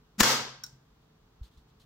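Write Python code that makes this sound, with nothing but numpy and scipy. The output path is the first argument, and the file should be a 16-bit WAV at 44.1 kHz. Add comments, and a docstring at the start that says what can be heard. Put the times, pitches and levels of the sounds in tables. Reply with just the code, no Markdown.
"""A small spring trap goes off on a table close by, in a quiet, bare room.
The spring whirrs and scrapes for a moment, then the bar slams shut and bounces, shaking trap and table.
The room rings on, and a loose metal part clicks as the hand pulls away.
Soft bumps and finger rustles follow. Faint air noise and a low hum lie under it all."""
import sys
import numpy as np
from scipy import signal
from scipy.fft import rfft, irfft
from scipy.io import wavfile

SR = 44100
rng = np.random.default_rng(int(sys.argv[2]) if len(sys.argv) > 2 else 0)


def dump_mix(stems):
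    """Bounce the given channels to the path in sys.argv[1] as a 16-bit WAV at rate SR."""
    frames = np.atleast_2d(stems).T  # one column per channel
    limited = np.clip(frames, -1, 1)  # hard clip at full scale
    pcm = np.round(limited * 32767).astype(np.int16)
    wavfile.write(sys.argv[1], SR, pcm)


N = 81585
TIME = np.arange(N) / SR
FREQS = np.maximum(np.fft.rfftfreq(N, 1 / SR), 1)
RELEASE_S, SHUT_S = .179, .2075   # the catch lets go; the bar lands


def from_db(db):
    """Turn decibels into a number to multiply by."""
    return 10 ** (np.asarray(db) / 20)


def at_hz(points, hz):
    """Read between the rows of a table, giving each octave equal space."""
    pitches, values = np.transpose(points)
    return np.interp(np.log(hz), np.log(pitches), values)


def noise(colour, likeness):
    """Stereo noise of strength 1. Colour sets its balance of low and high; likeness 1 makes it mono."""
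    alike = np.clip(at_hz(likeness, FREQS), -1, 1)
    mid, side = np.exp(2j * np.pi * rng.random((2, len(FREQS))))
    bass_cut = np.minimum(FREQS / colour[0][0], 1) ** 2
    gain = from_db(at_hz(colour, FREQS)) * bass_cut
    stereo = np.sqrt(1 + alike) * mid + np.sqrt(1 - alike) * side * [[1], [-1]]
    x = irfft(gain * stereo, N)
    return x / x.std()


def dying(start_s, fade_s):
    """A level that jumps to 1, then dies away. Every fade_s is the time it takes to drop 60 dB."""
    age = np.maximum(TIME - start_s, 0)
    return (TIME >= start_s) * np.exp(-np.minimum(np.log(1000) * age / fade_s, 40))


def ring(start_s, hz, fade_s, lag_s=0):
    """One fading tone of something that was hit."""
    return dying(start_s, fade_s) * np.sin(2 * np.pi * hz * (TIME - start_s - lag_s))


def struck(start_s, tones):
    """A hit object rings with several tones; each reaches left and right with its own tiny lag."""
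    lags_s = rng.random((len(tones), 2, 1)) * .00015
    return sum(from_db(db) * ring(start_s, hz, fade, lag) for (hz, db, fade), lag in zip(tones, lags_s))


def grains(depth_db):
    """The uneven grip of rubbing: a new random level about every half millisecond."""
    return from_db(depth_db * np.repeat(rng.standard_normal(N), 24)[:N])


def filtered(x, kind, hz):
    """Gently keep the "low" or the "high" part of a sound."""
    return signal.sosfilt(signal.butter(1, hz, kind, fs=SR, output="sos"), x)


# Tones of the hum: pitch_hz, average_level_db
HUM_TONES = [(50, -75.5), (121, -77), (153, -75), (437, -79)]
# Colour of the air noise: pitch_hz, level_db
AIR_COLOUR = [(30, -8), (52, 0), (85, -9), (125, -5), (240, -9), (350, -15), (600, -18), (1200, -19.5),
              (2200, -28), (3600, -26.5), (6500, -33), (10000, -44.5), (14000, -36.5)]
# How alike the air is on the left and right: pitch_hz, likeness
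AIR_LIKENESS = [(60, .999), (130, 0.99), (350, .8), (600, -0.28), (1000, 0.71), (2400, -0.24),
                (6000, -0.29)]
def background():
    """Still air and the steady hum of nearby equipment."""
    hum = sum(from_db(db) * np.sqrt(2) * np.sin(2 * np.pi * (hz * TIME + rng.random()))
              for hz, db in HUM_TONES)
    return from_db(-64) * noise(AIR_COLOUR, AIR_LIKENESS) + hum


# Colour of the spring's scrape: pitch_hz, level_db
SCRAPE_COLOUR = [(400, -6.5), (700, -7.5), (1050, -1.5), (1700, -2.5), (2500, -4), (3800, -6.5),
                 (6800, -3.5), (10000, -17), (13500, -13.5), (16000, -14.5)]
# How alike close sounds are on the left and right: pitch_hz, likeness
NEAR_LIKENESS = [(220, 0.96), (600, .2), (1100, .7), (2500, 0.45), (3700, 0.19), (5500, 0.72),
                 (14000, 0.47)]
def spring(pitch_hz=204.5, whirr_rise_db_per_s=719.5, scrape_rise_db_per_s=1520):
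    """The freed spring whirrs and scrapes ever louder until the bar lands."""
    to_go_s = np.maximum(SHUT_S - TIME, 0)
    moving = np.clip((TIME - RELEASE_S) / .0045, 0, 1) * (TIME < SHUT_S)
    whirr = -np.sin(2 * np.pi * pitch_hz * (TIME - SHUT_S))
    whirr *= from_db(-21.5 - whirr_rise_db_per_s * to_go_s)
    scrape = noise(SCRAPE_COLOUR, NEAR_LIKENESS) * grains(depth_db=3)
    scrape *= from_db(-15 - scrape_rise_db_per_s * to_go_s)
    return whirr * (moving + dying(SHUT_S, fade_s=.022)) + scrape * moving


# Blows of the bar: start_s, crack_db, ring_db, extra_treble_db
BAR_BLOWS = [(.2031, -18, -30, 6.5), (.2069, -14, -18, -1), (0.2327, -17.5, -37.5, -2.5)]
# Colour of each crack: pitch_hz, level_db
CRACK_COLOUR = [(200, -3), (700, -7.5), (1050, 0.5), (1700, 0.5), (2500, -6.5), (3600, -4), (4600, -5),
                (5600, -2.5), (7200, -1.5), (9000, -15), (11500, -18.5), (13800, -10), (16000, -16)]
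# Tones the trap rings with: pitch_hz, level_db, fade_s
TRAP_TONES = [(320, -7, .03), (1044, -1, .045), (1750, 0.5, 0.062), (2842, -7.5, .052), (3985, -13.5, .08),
              (4780, -8.5, .03), (5588, -8.5, 0.12), (6087, -9, .035), (6810, -10.5, 0.062),
              (6880, -10.5, 0.062)]
# Pulses of air as the bar meets the base: start_s, level_db, fade_s
AIR_SLAPS = [(.2076, -7, 0.0034), (0.2092, -6.5, 0.0018), (0.2314, -3.5, 0.00035)]
# Tones of the table top under the trap: pitch_hz, level_db, fade_s
TABLE_TONES = [(58, -18, 0.046), (228, -24.5, 0.076), (340.6, -19, 0.027)]
def snap():
    """Each blow ticks, cracks and rings the trap; the landing also slaps the air and shakes the table."""
    slaps = sum(-from_db(db) * dying(start, fade) for start, db, fade in AIR_SLAPS)
    thud = sum(-from_db(db) * ring(SHUT_S, hz, fade) for hz, db, fade in TABLE_TONES)
    out = filtered(slaps, "high", hz=171) + filtered(thud, "high", hz=30.2)
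    for start, crack_db, ring_db, treble_db in BAR_BLOWS:
        colour = [(hz, db + treble_db * (hz > 10000)) for hz, db in CRACK_COLOUR]
        tick = from_db(1.5) * dying(start, fade_s=.002)
        crack = noise(colour, NEAR_LIKENESS) * (tick + dying(start, fade_s=.05))
        out = out + from_db(crack_db) * crack + from_db(ring_db) * struck(start, TRAP_TONES)
    return out


def hollow_knock(knock, dip_hz=620):
    """A dip near 620 Hz makes the knock sound hollow."""
    return signal.lfilter(*signal.iirnotch(dip_hz, Q=2.2, fs=SR), knock)


def crowded_tones(depth_db=2, spacing_hz=34.84):
    """Many weak tones of the trap, close in pitch, put narrow peaks and dips in the echo's colour."""
    gain = from_db(depth_db * np.interp(FREQS / spacing_hz, np.arange(N), rng.standard_normal(N)))
    return gain / np.sqrt(np.mean(gain ** 2))


# Colour of the room's echo: pitch_hz, level_db
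ROOM_COLOUR = [(85, -18), (130, -7.5), (170, -18.5), (225, -3.5), (296, -9), (350, -4.5), (480, -1.5),
               (690, -5), (900, -2.5), (1200, -2.5), (1640, -5), (2090, -6), (2450, -10), (3200, -5),
               (5530, -4), (7200, -10), (8900, -18.5), (11000, -20.5), (13700, -19.5), (16000, -27)]
# How alike the echo is on the left and right: pitch_hz, likeness
ROOM_LIKENESS = [(130, 1), (350, 0.79), (600, .5), (1000, 0.597), (1600, 0.14), (2500, 0.23), (3700, -.3),
                 (5500, .1), (10000, -0.068), (14000, .1)]
# How long the echo lasts, from low to high: pitch_hz, fade_s
ROOM_FADES = [(120, 0.54), (300, 0.44), (1000, 0.53), (2500, 0.52), (5000, 0.5), (7500, .39), (11000, 0.28)]
# Tones of room and trap that ring on: pitch_hz, level_db, fade_s
LINGERING_TONES = [(131.3, -39, 1.1), (223.3, -32, .5), (500, -26.5, 0.29), (874, -35.5, 0.55),
                   (1089, -34, .55), (1334, -36, 0.39), (1566, -35, 0.71), (1674, -35.5, 0.54),
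                   (2134, -33.5, 0.39), (3085, -37.5, 0.33), (3360, -39.5, .5), (5469, -36.5, .5),
                   (5720, -34.5, 0.45), (6860, -35.5, .4)]
def room_echo(delay_s=.008, build_s=.027, hold_s=.11, sag_db_per_s=30):
    """Echoes build up after the landing; the level then holds nearly flat for a moment before the echo dies
    away, the treble first; a few tones stand out."""
    start = SHUT_S + delay_s
    age = np.maximum(TIME - start, 0)
    fading_for_s = np.maximum(age - hold_s, 0)
    spectrum = rfft(noise(ROOM_COLOUR, ROOM_LIKENESS)) * crowded_tones()
    echo = 0
    for band_hz, fade in ROOM_FADES:
        share = at_hz([(hz, float(hz == band_hz)) for hz, _ in ROOM_FADES], FREQS)
        echo = echo + irfft(spectrum * share, N) * np.exp(-np.log(1000) * fading_for_s / fade)
    echo *= from_db(-20.5 - sag_db_per_s * np.minimum(age, hold_s))
    return (echo + struck(start, LINGERING_TONES)) * np.minimum(age / build_s, 1)


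# Clicks of the loose metal part: start_s, level_db
CLICKS = [(.6366, -33), (0.64, -38), (0.6415, -41), (.6643, -45)]
# Colour of each click: pitch_hz, level_db
CLICK_COLOUR = [(900, -22), (1500, -12), (2300, -35), (3900, -11), (4400, -12), (5600, 0.5), (6400, -9),
                (7200, -6.5), (9000, -20), (12000, -20), (15000, -11.5)]
# Tones the part rings with: pitch_hz, level_db, fade_s
PART_TONES = [(1470, -19, 0.084), (3890, -13, 0.057), (5480, -1.5, 0.051), (5900, -2.5, 0.018)]
def loose_part():
    """A loose metal part chatters, and the walls send back a faint, duller echo."""
    chatter = 0
    for start, db in CLICKS:
        click = noise(CLICK_COLOUR, NEAR_LIKENESS) * dying(start, fade_s=.023)
        chatter = chatter + from_db(db) * (click + struck(start, PART_TONES))
    first_s, first_db = CLICKS[0]
    echo = from_db(first_db - 11.5) * noise(CLICK_COLOUR, ROOM_LIKENESS) * dying(first_s, fade_s=.31)
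    return chatter + filtered(echo, "low", hz=6500)


# Bumps of the hand: start_s, level_db, pitch_hz, fade_s
BUMPS = [(.726, -50.5, 131.7, 0.28), (1.4119, -28.5, 54, 0.12), (1.572, -44, 58, 0.12)]
def hand_bumps(rise_s=.006):
    """Each soft bump is one low tone with a gentle start."""
    return sum(from_db(db) * ring(start, hz, fade) * np.clip((TIME - start) / rise_s, 0, 1)
               for start, db, hz, fade in BUMPS)


# Touches of the fingers: start_s, length_s, level_db
TOUCHES = [(1.01, 0.069, -82), (1.428, 0.067, -64), (1.51, 0.085, -74), (1.571, 0.059, -72.5),
           (1.68, .05, -75), (1.796, 0.051, -65.5)]
# Colour of their rustle: pitch_hz, level_db
RUSTLE_COLOUR = [(900, -8.5), (2400, -13), (3300, 0), (4100, -0.5), (5600, -10.5), (8000, -12.5),
                 (11000, -19), (14500, -15.5), (16000, -20)]
def finger_rustles(rise_s=.006):
    """Rubbing fingers make light, grainy rustles that start quickly and fade."""
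    touch = sum(from_db(db) * np.sqrt(np.interp(TIME, [start, start + rise_s, start + length], [0, 1, 0]))
                for start, length, db in TOUCHES)
    return touch * grains(depth_db=2.5) * noise(RUSTLE_COLOUR, NEAR_LIKENESS)


def placed(x, leans):
    """Lean each pitch to the left or right."""
    left_right_db = np.array([[.5], [-.5]]) * at_hz(leans, FREQS)
    return irfft(rfft(x) * from_db(left_right_db), N)


# Which way the trap's sound leans: pitch_hz, left_minus_right_db
TRAP_LEAN = [(200, 0.5), (550, 3), (1000, 1), (2500, 1.5), (3700, 2.5), (5500, 5.5), (7500, 7.5),
             (10000, -1.5), (14000, 1)]
# Which way the room's echo leans: pitch_hz, left_minus_right_db
ROOM_LEAN = [(130, -0.5), (300, -1), (600, 0), (1300, -1), (2500, 0), (5300, 3), (7500, 4.5), (10000, -2),
             (14000, -3)]
def scene():
    """The trap, its echo and the small sounds after it, over the quiet background."""
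    trap = placed(spring() + hollow_knock(snap()), TRAP_LEAN)
    echo = placed(room_echo(), ROOM_LEAN)
    return trap + echo + loose_part() + hand_bumps() + finger_rustles() + background()


def record(dry):
    """Round off the loudest peaks and cut the treble above 15750 Hz."""
    treble_cut = signal.ellip(10, .1, 80, 15750, fs=SR, output="sos")
    return signal.sosfilt(treble_cut, np.tanh(dry))


dry = scene()
out = record(dry)
dump_mix(out)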